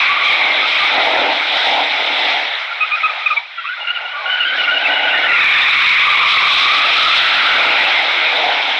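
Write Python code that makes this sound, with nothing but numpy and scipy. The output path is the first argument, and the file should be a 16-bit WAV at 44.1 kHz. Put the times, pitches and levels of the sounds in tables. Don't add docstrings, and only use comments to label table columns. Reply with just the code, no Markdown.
import sys
import numpy as np
from scipy import signal
from scipy.fft import rfft, irfft, next_fast_len
from scipy.io import wavfile

SR = 44100
rng = np.random.default_rng(int(sys.argv[2]) if len(sys.argv) > 2 else 0)


def volts_from_decibels(level):
    exponent = np.asarray(level, float) / 20
    return 10 ** exponent


def file_out(sig):
    cols = np.atleast_2d(sig).T
    lim = np.clip(cols, -1, 1)
    pcm = np.round(lim * 32767).astype(np.int16)
    wavfile.write(sys.argv[1], SR, pcm)


N = 387638

# freq_hz, level_db_per_hz
SCRUB_SPECTRUM = [(820, -41.5), (960, -9), (1070, -11), (1250, -4.5), (1470, -2.5), (1740, -6), (2050, 2),
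                  (2250, 3.5), (2450, 0), (2700, -4.5), (3100, -15.5), (3600, -28.5)]
HISS_SPECTRUM = [(2500, -4.5), (2900, 0), (3400, 5), (3830, 4), (4270, -6), (4550, -14.5), (5000, -13),
                 (5600, -19.5), (6500, -32), (7150, -42), (7600, -35), (8600, -42.5), (10500, -56.5),
                 (14000, -60)]
# time_s, scrub_db, hot_rubber_brightness_db
SLIDE = [(0, -12.5, -5.5), (.16, -18, -6), (.76, -17.5, -1), (1.1, -14, -6), (1.6, -19.5, -2.5),
         (2.3, -18, -1.5), (2.7, -24, -6), (3.1, -23, -6.5), (3.34, -25.5, -5.5), (3.45, -35, -1.5),
         (3.66, -29, -8.5), (4.1, -27, -8.5), (4.6, -21, -8), (5.3, -16, -10.5), (5.55, -8, -9.5),
         (6.57, -14, 0.5), (7.6, -12, -5.5), (8.79, -18, -3.5)]
# centre_s, hiss_swell_db, half_length_s
FLARES = [(0.29, 5, 0.096), (1.645, 3.5, 0.23), (4.6, 3.5, 0.082), (4.9, 3, .06), (5.62, 1, 0.12),
          (6.31, 8, 0.05), (6.16, -2, 0.065), (6.85, -2, 0.087), (6.58, 3, 0.13), (5.86, 1, 0.1),
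          (8.6, 0.5, .1), (7.1, 4.5, 0.19), (7.42, 0, 0.1), (6.9, 0.5, 0.088)]


def sliding_rubber():
    slide_db, bright_db = in_time(SLIDE)
    flare_db = swells(FLARES)
    scrub_db = slide_db + 0.43 * flare_db - 1.0
    hiss_db = slide_db + bright_db + flare_db + 0.38 * drift(5.6)
    scrub = colour(patchy(805.5, 3298, count=12, patchy_db=2.0, rate_hz=11.0), SCRUB_SPECTRUM)
    hiss = colour(patchy(2344, 14130, count=10, patchy_db=1.5, rate_hz=17.0), HISS_SPECTRUM)
    return volts_from_decibels(scrub_db) * scrub + volts_from_decibels(hiss_db) * hiss


def squeal(rows, count, flutter_db, third_db, wander_hz):
    start = round(rows[0][0] * SR)
    length = min(round(rows[-1][0] * SR), N) - start
    pitch_hz, first_db, octave_db, scatter = in_time(rows, start=start, count=length)
    sound = np.zeros(length)
    for _ in range(count):
        patch_hz = pitch_hz * (1 + scatter * drift(wander_hz, count=length))
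        phase = 2 * np.pi * np.cumsum(patch_hz) / SR
        sound += volts_from_decibels(first_db + flutter_db * drift(20.0, count=length)) * np.sin(phase)
        upper = np.sin(2 * phase + 1.6) + volts_from_decibels(third_db) * np.sin(3 * phase)
        sound += volts_from_decibels(octave_db + flutter_db * drift(36.0, count=length)) * upper
    fade = signal.windows.tukey(length, min(1, 0.017 * SR / length))
    out = np.zeros(N)
    out[start:start + length] = sound * np.sqrt(2 / count) * fade
    return out


# time_s, pitch_hz, first_partial_db, octave_db, pitch_scatter_share
ROUGH_SQUEALS = [
    [(0, 1156, -28.5, -21.5, .08), (1, 1174, -33.5, -27, .08)],
    [(5.33, 1229, -28, -18, 0.071), (5.55, 1200, -21.5, -17.5, 0.069), (5.85, 1167, -26.5, -13, 0.059),
     (6.2, 1152, -16, -13.5, 0.074), (6.65, 1154, -19.5, -18, .07), (6.78, 1220, -19, -20.5, .05),
     (6.9, 1242, -27.5, -20.5, 0.072), (7.05, 1260, -17, -22.5, .05), (7.15, 1290, -19, -20, .05)],
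    [(7.13, 1350, -25.5, -22, .1), (7.4, 1433, -23, -26.5, 0.082), (7.6, 1392, -21.5, -30, .07),
     (7.87, 1390, -31.5, -26.5, 0.091)],
]


def rough_squeals():
    return sum(squeal(rows, count=5, flutter_db=5.0, third_db=-12.5, wander_hz=88.27)
               for rows in ROUGH_SQUEALS)


def burst(start_s, length_s, pitch_hz, first_db, octave_db, scatter, droop_db):
    light_grip = (pitch_hz * 1.08, first_db - 2.5, octave_db - 20, scatter)
    bite_s = start_s + min(0.014, length_s / 2)
    release_s = start_s + 0.6 * length_s
    return [(start_s, *light_grip),
            (bite_s, pitch_hz, first_db, octave_db, scatter),
            (release_s, pitch_hz, first_db + droop_db / 3, octave_db + droop_db, scatter),
            (start_s + length_s, *light_grip)]


# start_s, length_s, pitch_hz, first_partial_db, octave_db
THIN_SQUEALS = [(3.569, 0.055, 1375, -26.5, -31), (3.645, 0.061, 1290, -32, -28.5),
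                (3.68, .065, 1450, -24, -33), (3.794, 0.086, 1410, -29.5, -25.5),
                (3.862, .035, 1400, -25.5, -19), (3.882, .04, 1395, -20.5, -14.5),
                (3.94, .06, 1448, -28, -23), (4.0, 0.046, 1404, -32, -29),
                (4.041, 0.072, 1420, -33.5, -27.5), (4.092, .13, 1450, -31.5, -34),
                (4.25, 0.056, 1430, -25.5, -25), (4.288, 0.11, 1485, -21, -19),
                (4.38, 0.11, 1435, -21.5, -18), (4.444, 0.13, 1525, -21, -22.5),
                (4.565, 0.084, 1468, -25, -18), (4.63, 0.033, 1380, -25, -11.5),
                (4.67, 0.078, 1448, -19, -19.5), (4.73, 0.077, 1433, -41, -16.5),
                (4.801, 0.057, 1522, -27, -23), (4.835, 0.048, 1300, -27, -14),
                (4.89, .055, 1500, -22, -27.5), (4.955, 0.028, 1458, -16, -19),
                (5.07, 0.037, 1522, -25, -20.5), (5.315, 0.078, 1375, -19.5, -33)]
# start_s, length_s, pitch_hz, first_partial_db, octave_db
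HIGH_ROW = [(4.857, .04, 2320, -21, -44), (4.882, 0.03, 1950, -21.5, -49.5), (4.92, 0.018, 1990, -18, -39),
            (4.965, 0.057, 1980, -21, -42), (5.134, 0.063, 1800, -20, -24.5),
            (5.214, 0.058, 1727, -25.5, -26), (5.243, .04, 1820, -19.5, -31.5),
            (5.286, .055, 1940, -17, -33.5), (5.345, 0.054, 1903, -19.5, -27.5),
            (5.396, 0.046, 1810, -18, -17.5), (5.426, .06, 1760, -19, -30), (5.536, .075, 1780, -16, -21),
            (5.624, .055, 1820, -14.5, -21), (5.38, 0.099, 2474, -20.5, -44), (5.54, .22, 2490, -22, -39)]


def thin_squeals():
    bursts = [burst(*row, scatter=0.024, droop_db=-0.5) for row in THIN_SQUEALS + HIGH_ROW]
    return sum(squeal(rows, count=2, flutter_db=2.5, third_db=-26.5, wander_hz=91.0) for rows in bursts)


def glide(start_s, length_s, pitch_hz, glide_hz_per_s, level_db):
    rows = []
    for after_s in (0, length_s):
        hz = pitch_hz + glide_hz_per_s * after_s
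        octave_db = level_db + 3.5 - 0.1739 * (hz - 1200)
        rows.append((start_s + after_s, hz, level_db, octave_db, 0.035))
    return rows


# start_s, length_s, pitch_hz, glide_hz_per_s, level_db
STRANDS = [(0, .18, 2308, 2.5, -24), (0.211, 0.15, 2282, 0.5, -17.5), (0.238, 0.074, 3205, 2, -23),
           (0.401, 0.12, 2264, -0.5, -19), (3.638, 0.074, 1200, 3498, -26.5), (3.722, .52, 1435, -0.5, -34),
           (4.25, .58, 1455, 49.5, -27.5), (4.8, .3, 1500, -51, -25), (5.002, 0.13, 1400, 1201, -24),
           (5.125, 0.14, 1509, -900, -21), (5.199, 0.18, 1418, -200, -25.5),
           (4.899, .38, 2893, 102.5, -22.5), (5.274, 0.14, 2666, -500, -22.5),
           (5.357, .45, 2400, -300, -18), (5.522, .2, 3537, 498.5, -20)]


def strands():
    return sum(squeal(glide(*row), count=2, flutter_db=4.0, third_db=-22.0, wander_hz=39.96)
               for row in STRANDS)


# start_s, length_s, pitch_hz, first_partial_db, octave_db
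CHIRPS = [
    (2.702, 0.036, 1400, -22.5, -36),
    (2.964, 0.034, 1354, -23.5, -33),
    (2.799, .062, 1261, -18.5, -12.5),
    (2.907, 0.06, 1228, -21.5, -11.5),
    (3.028, 0.049, 1227, -17.5, -11.5),
    (3.087, 0.03, 1238, -21.5, -14.5),
    (3.197, .05, 1288, -26, -30),
    (3.255, 0.03, 1215, -19.5, -5),
    (3.297, 0.048, 1226, -17, -13),
    (3.359, .035, 1125, -29, -10),
]
# start_s, length_s, pitch_hz, first_partial_db, octave_db
OTHER_WHEEL = [
    (.085, .1, 1152, -19, -34.5),
    (.2, 0.036, 1110, -22, -28),
    (0.263, 0.092, 1170, -21.5, -46.5),
    (0.613, 0.056, 1268, -21.5, -47.5),
    (.792, .07, 1190, -18, -40.5),
    (3.351, .07, 925, -32, -56),
    (4.125, 0.096, 1153, -28.5, -39),
    (4.21, 0.11, 1098, -30, -48),
]


def chirps():
    bursts = [burst(*row, scatter=0.023, droop_db=-3) for row in CHIRPS]
    bursts += [burst(*row, scatter=0.012, droop_db=-3) for row in OTHER_WHEEL]
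    return sum(squeal(rows, count=1, flutter_db=2.0, third_db=-19.5, wander_hz=130.0) for rows in bursts)


# time_s, double_cycle_hz, level_db
DOUBLED = [
    (3.54, 630, -50),
    (3.57, 662, -27),
    (3.63, 637, -31),
    (3.68, 655, -35),
    (3.744, 700, -29),
    (3.79, 712, -38),
    (3.92, 700, -46),
]
# multiple, level_db
DOUBLED_PARTIALS = [(1, -26), (3, -6.5), (5, -9.5), (6, -20)]


def doubled_slip():
    cycle_hz, level_db = in_time(DOUBLED)
    phase = 2 * np.pi * np.cumsum(cycle_hz) / SR
    sounding = np.interp(np.arange(N) / SR, [3.54, 3.56, 3.88, 3.92], [0, 1, 1, 0])
    return sounding * sum(volts_from_decibels(level_db + 3.0 + db) * np.sin(k * phase) for k, db in DOUBLED_PARTIALS)


def tyre_tones():
    high_pass = signal.butter(6, 1000, "high", fs=SR, output="sos")
    sliding = signal.sosfilt(high_pass, rough_squeals() + thin_squeals() + strands())
    return sliding + chirps() + doubled_slip()


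CYLINDERS_DB = [12.5, -10, 7.5, -5, 5, -13, -13, 9.5]


def firing_pulses(firings):
    at = np.flatnonzero(np.diff(np.floor(firings)))
    pulses = np.zeros(N)
    pulses[at] = volts_from_decibels(np.resize(CYLINDERS_DB, len(at)) + 2.2 * rng.standard_normal(len(at)))
    return pulses


# time_s, level_db
EXHAUST_LEVEL = [(0, -31), (2.35, -27), (2.65, -36), (3.36, -38), (3.54, -50), (3.62, -56), (3.75, -59),
                 (3.775, -42.5), (4.4, -33), (4.9, -24.5), (5.3, -25.5), (5.85, -37), (6.15, -32),
                 (6.4, -30), (7.2, -27.5), (8.79, -27.5)]


def throttle(stab_db):
    level_db, = in_time(EXHAUST_LEVEL)
    coast_db = -15 * span(2.44, 4.45, ramp_s=0.072)
    rumble_db = -43.5 + 0.9 * (level_db + 28) + 0.97 * stab_db
    hum_db = -50 + 0.69 * (rumble_db + 40) + 2 * coast_db
    return level_db + stab_db, rumble_db + coast_db, hum_db


# centre_s, swell_db, half_length_s
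STABS = [(0.516, 5.5, 0.25), (.95, 5.5, 0.064), (1.17, 11.5, 0.28), (1.76, 8.5, 0.16), (1.55, 2.5, 0.057),
         (2.0, 3, 0.042), (2.2, 3.5, 0.19), (3.1, 3.5, 0.14), (3.815, 7, 0.025), (4.03, 5, 0.061),
         (3.7, 5, 0.038), (4.26, 4, 0.034), (4.6, 0.5, .06), (4.92, 3, 0.042), (5.17, 0.5, .08),
         (5.65, 3.5, 0.12), (6.784, -0.5, .12), (7.698, 5, .25), (8.453, 6, .16)]
# freq_hz, level_db_per_hz
EXHAUST_SPECTRUM = [(280, -38.5), (480, -13), (571, -6.5), (658, 1.5), (816, 4), (912, -0.5), (1100, -10.5),
                    (1430, -46.5), (2420, -120)]
RUMBLE_SPECTRUM = [(110, -55.5), (180, -21.5), (226, -11), (269, -4), (434, -5), (500, -1), (650, -22),
                   (1100, -120)]


def engine():
    stab_db = swells(STABS)
    exhaust_db, rumble_db, hum_db = throttle(stab_db)
    firing_hz = 293 * (1 + 0.004 * stab_db + 0.03 * drift(9.0))
    firings = np.cumsum(firing_hz) / SR
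    pulses = firing_pulses(firings)
    gas = rms_one(patchy(166.5, 1337, count=6, patchy_db=2.0, rate_hz=4.3))
    gas_share = 0.72

    def pipe(spectrum):
        return np.sqrt(1 - gas_share) * colour(pulses, spectrum) + np.sqrt(gas_share) * colour(gas, spectrum)

    roar, rumble = pipe(EXHAUST_SPECTRUM), pipe(RUMBLE_SPECTRUM)
    away = span(4.35, 5.45, ramp_s=0.2)
    dull = signal.sosfilt(signal.butter(2, 610, fs=SR, output="sos"), roar)
    roar = (1 - away) * roar + away * volts_from_decibels(3.5) * dull
    hum = volts_from_decibels(hum_db + 1.2 * drift(6.7)) * np.sin(2 * np.pi * firings)
    return volts_from_decibels(exhaust_db + 1.5) * roar + volts_from_decibels(rumble_db + 1.5) * rumble + hum


# delay_s, level_db
ECHOES = [
    (.023, -16.5),
    (0.06, -21.5),
    (0.117, -31),
    (0.189, -27),
]


def lot_echoes(tones):
    return sum(volts_from_decibels(level_db) * np.roll(tones, round(delay_s * SR)) for delay_s, level_db in ECHOES)


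def patchy(low_hz, high_hz, count, patchy_db, rate_hz):
    edges_hz = np.geomspace(low_hz, high_hz, count + 1)
    white = rng.standard_normal((2, N))
    out = np.zeros(N)
    for k in range(count):
        band_pass = signal.butter(2, edges_hz[k:k + 2], "band", fs=SR, output="sos")
        out += signal.sosfilt(band_pass, white[k % 2]) * volts_from_decibels(patchy_db * drift(rate_hz))
    return out


def colour(x, spectrum):
    size = next_fast_len(N)
    hz, db = np.transpose(spectrum)
    table_octaves = np.log2(hz)
    octaves = np.log2(np.maximum(np.arange(size // 2 + 1) * SR / size, 10))
    below = np.maximum(table_octaves[0] - octaves, 0)
    above = np.maximum(octaves - table_octaves[-1], 0)
    gain = volts_from_decibels(np.interp(octaves, table_octaves, db) - 40 * (below + above))
    return rms_one(irfft(rfft(x, size) * gain, size)[:N])


def drift(rate_hz, count=N):
    r = np.exp(-16 * np.pi * rate_hz / SR)
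    settle = 3000
    slow = signal.lfilter([1], [1, -2 * r, r * r], rng.standard_normal(count // 8 + settle + 2))
    return np.interp(np.arange(count) / 8, np.arange(len(slow) - settle), rms_one(slow)[settle:])


def swells(events):
    total_db = np.zeros(N)
    for centre_s, swell_db, half_s in events:
        hold_s = 0.35 * half_s
        total_db += in_time([(centre_s - half_s, 0), (centre_s - hold_s, swell_db),
                             (centre_s + hold_s, swell_db), (centre_s + half_s, 0)])[0]
    return total_db


def span(start_s, end_s, ramp_s):
    t = np.arange(N) / SR
    return np.clip(np.minimum(t - start_s, end_s - t) / ramp_s, 0, 1)


def in_time(rows, start=0, count=N):
    time_s, *columns = np.transpose(rows)
    return [np.interp((start + np.arange(count)) / SR, time_s, column) for column in columns]


def rms_one(x):
    return x / np.sqrt(np.mean(x ** 2) + 1e-20)


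def scene():
    tones = tyre_tones()
    return (sliding_rubber() + tones + lot_echoes(tones) + engine())[None]


def band_limit(x):
    return signal.sosfilt(signal.butter(12, 15830, fs=SR, output="sos"), x)


def record(dry):
    limit, release_db_per_s = 0.53, 1000
    x = signal.sosfilt(signal.butter(6, 210, "high", fs=SR, output="sos"), dry[0])
    over_db = 20 * np.log10(np.maximum(1, np.abs(x) / limit))
    ramp_db = np.arange(N) * release_db_per_s / SR
    held_db = np.maximum.accumulate(over_db + ramp_db) - ramp_db
    crossings = np.flatnonzero(np.diff(np.signbit(x), prepend=~np.signbit(x[:1])))
    cut_db = np.repeat(np.maximum.reduceat(held_db, crossings), np.diff(crossings, append=N))
    limited = signal.sosfilt(signal.butter(2, 15000, fs=SR, output="sos"), x * volts_from_decibels(-cut_db))
    return band_limit(limited[None])


dry = scene()
out = record(dry)
file_out(out)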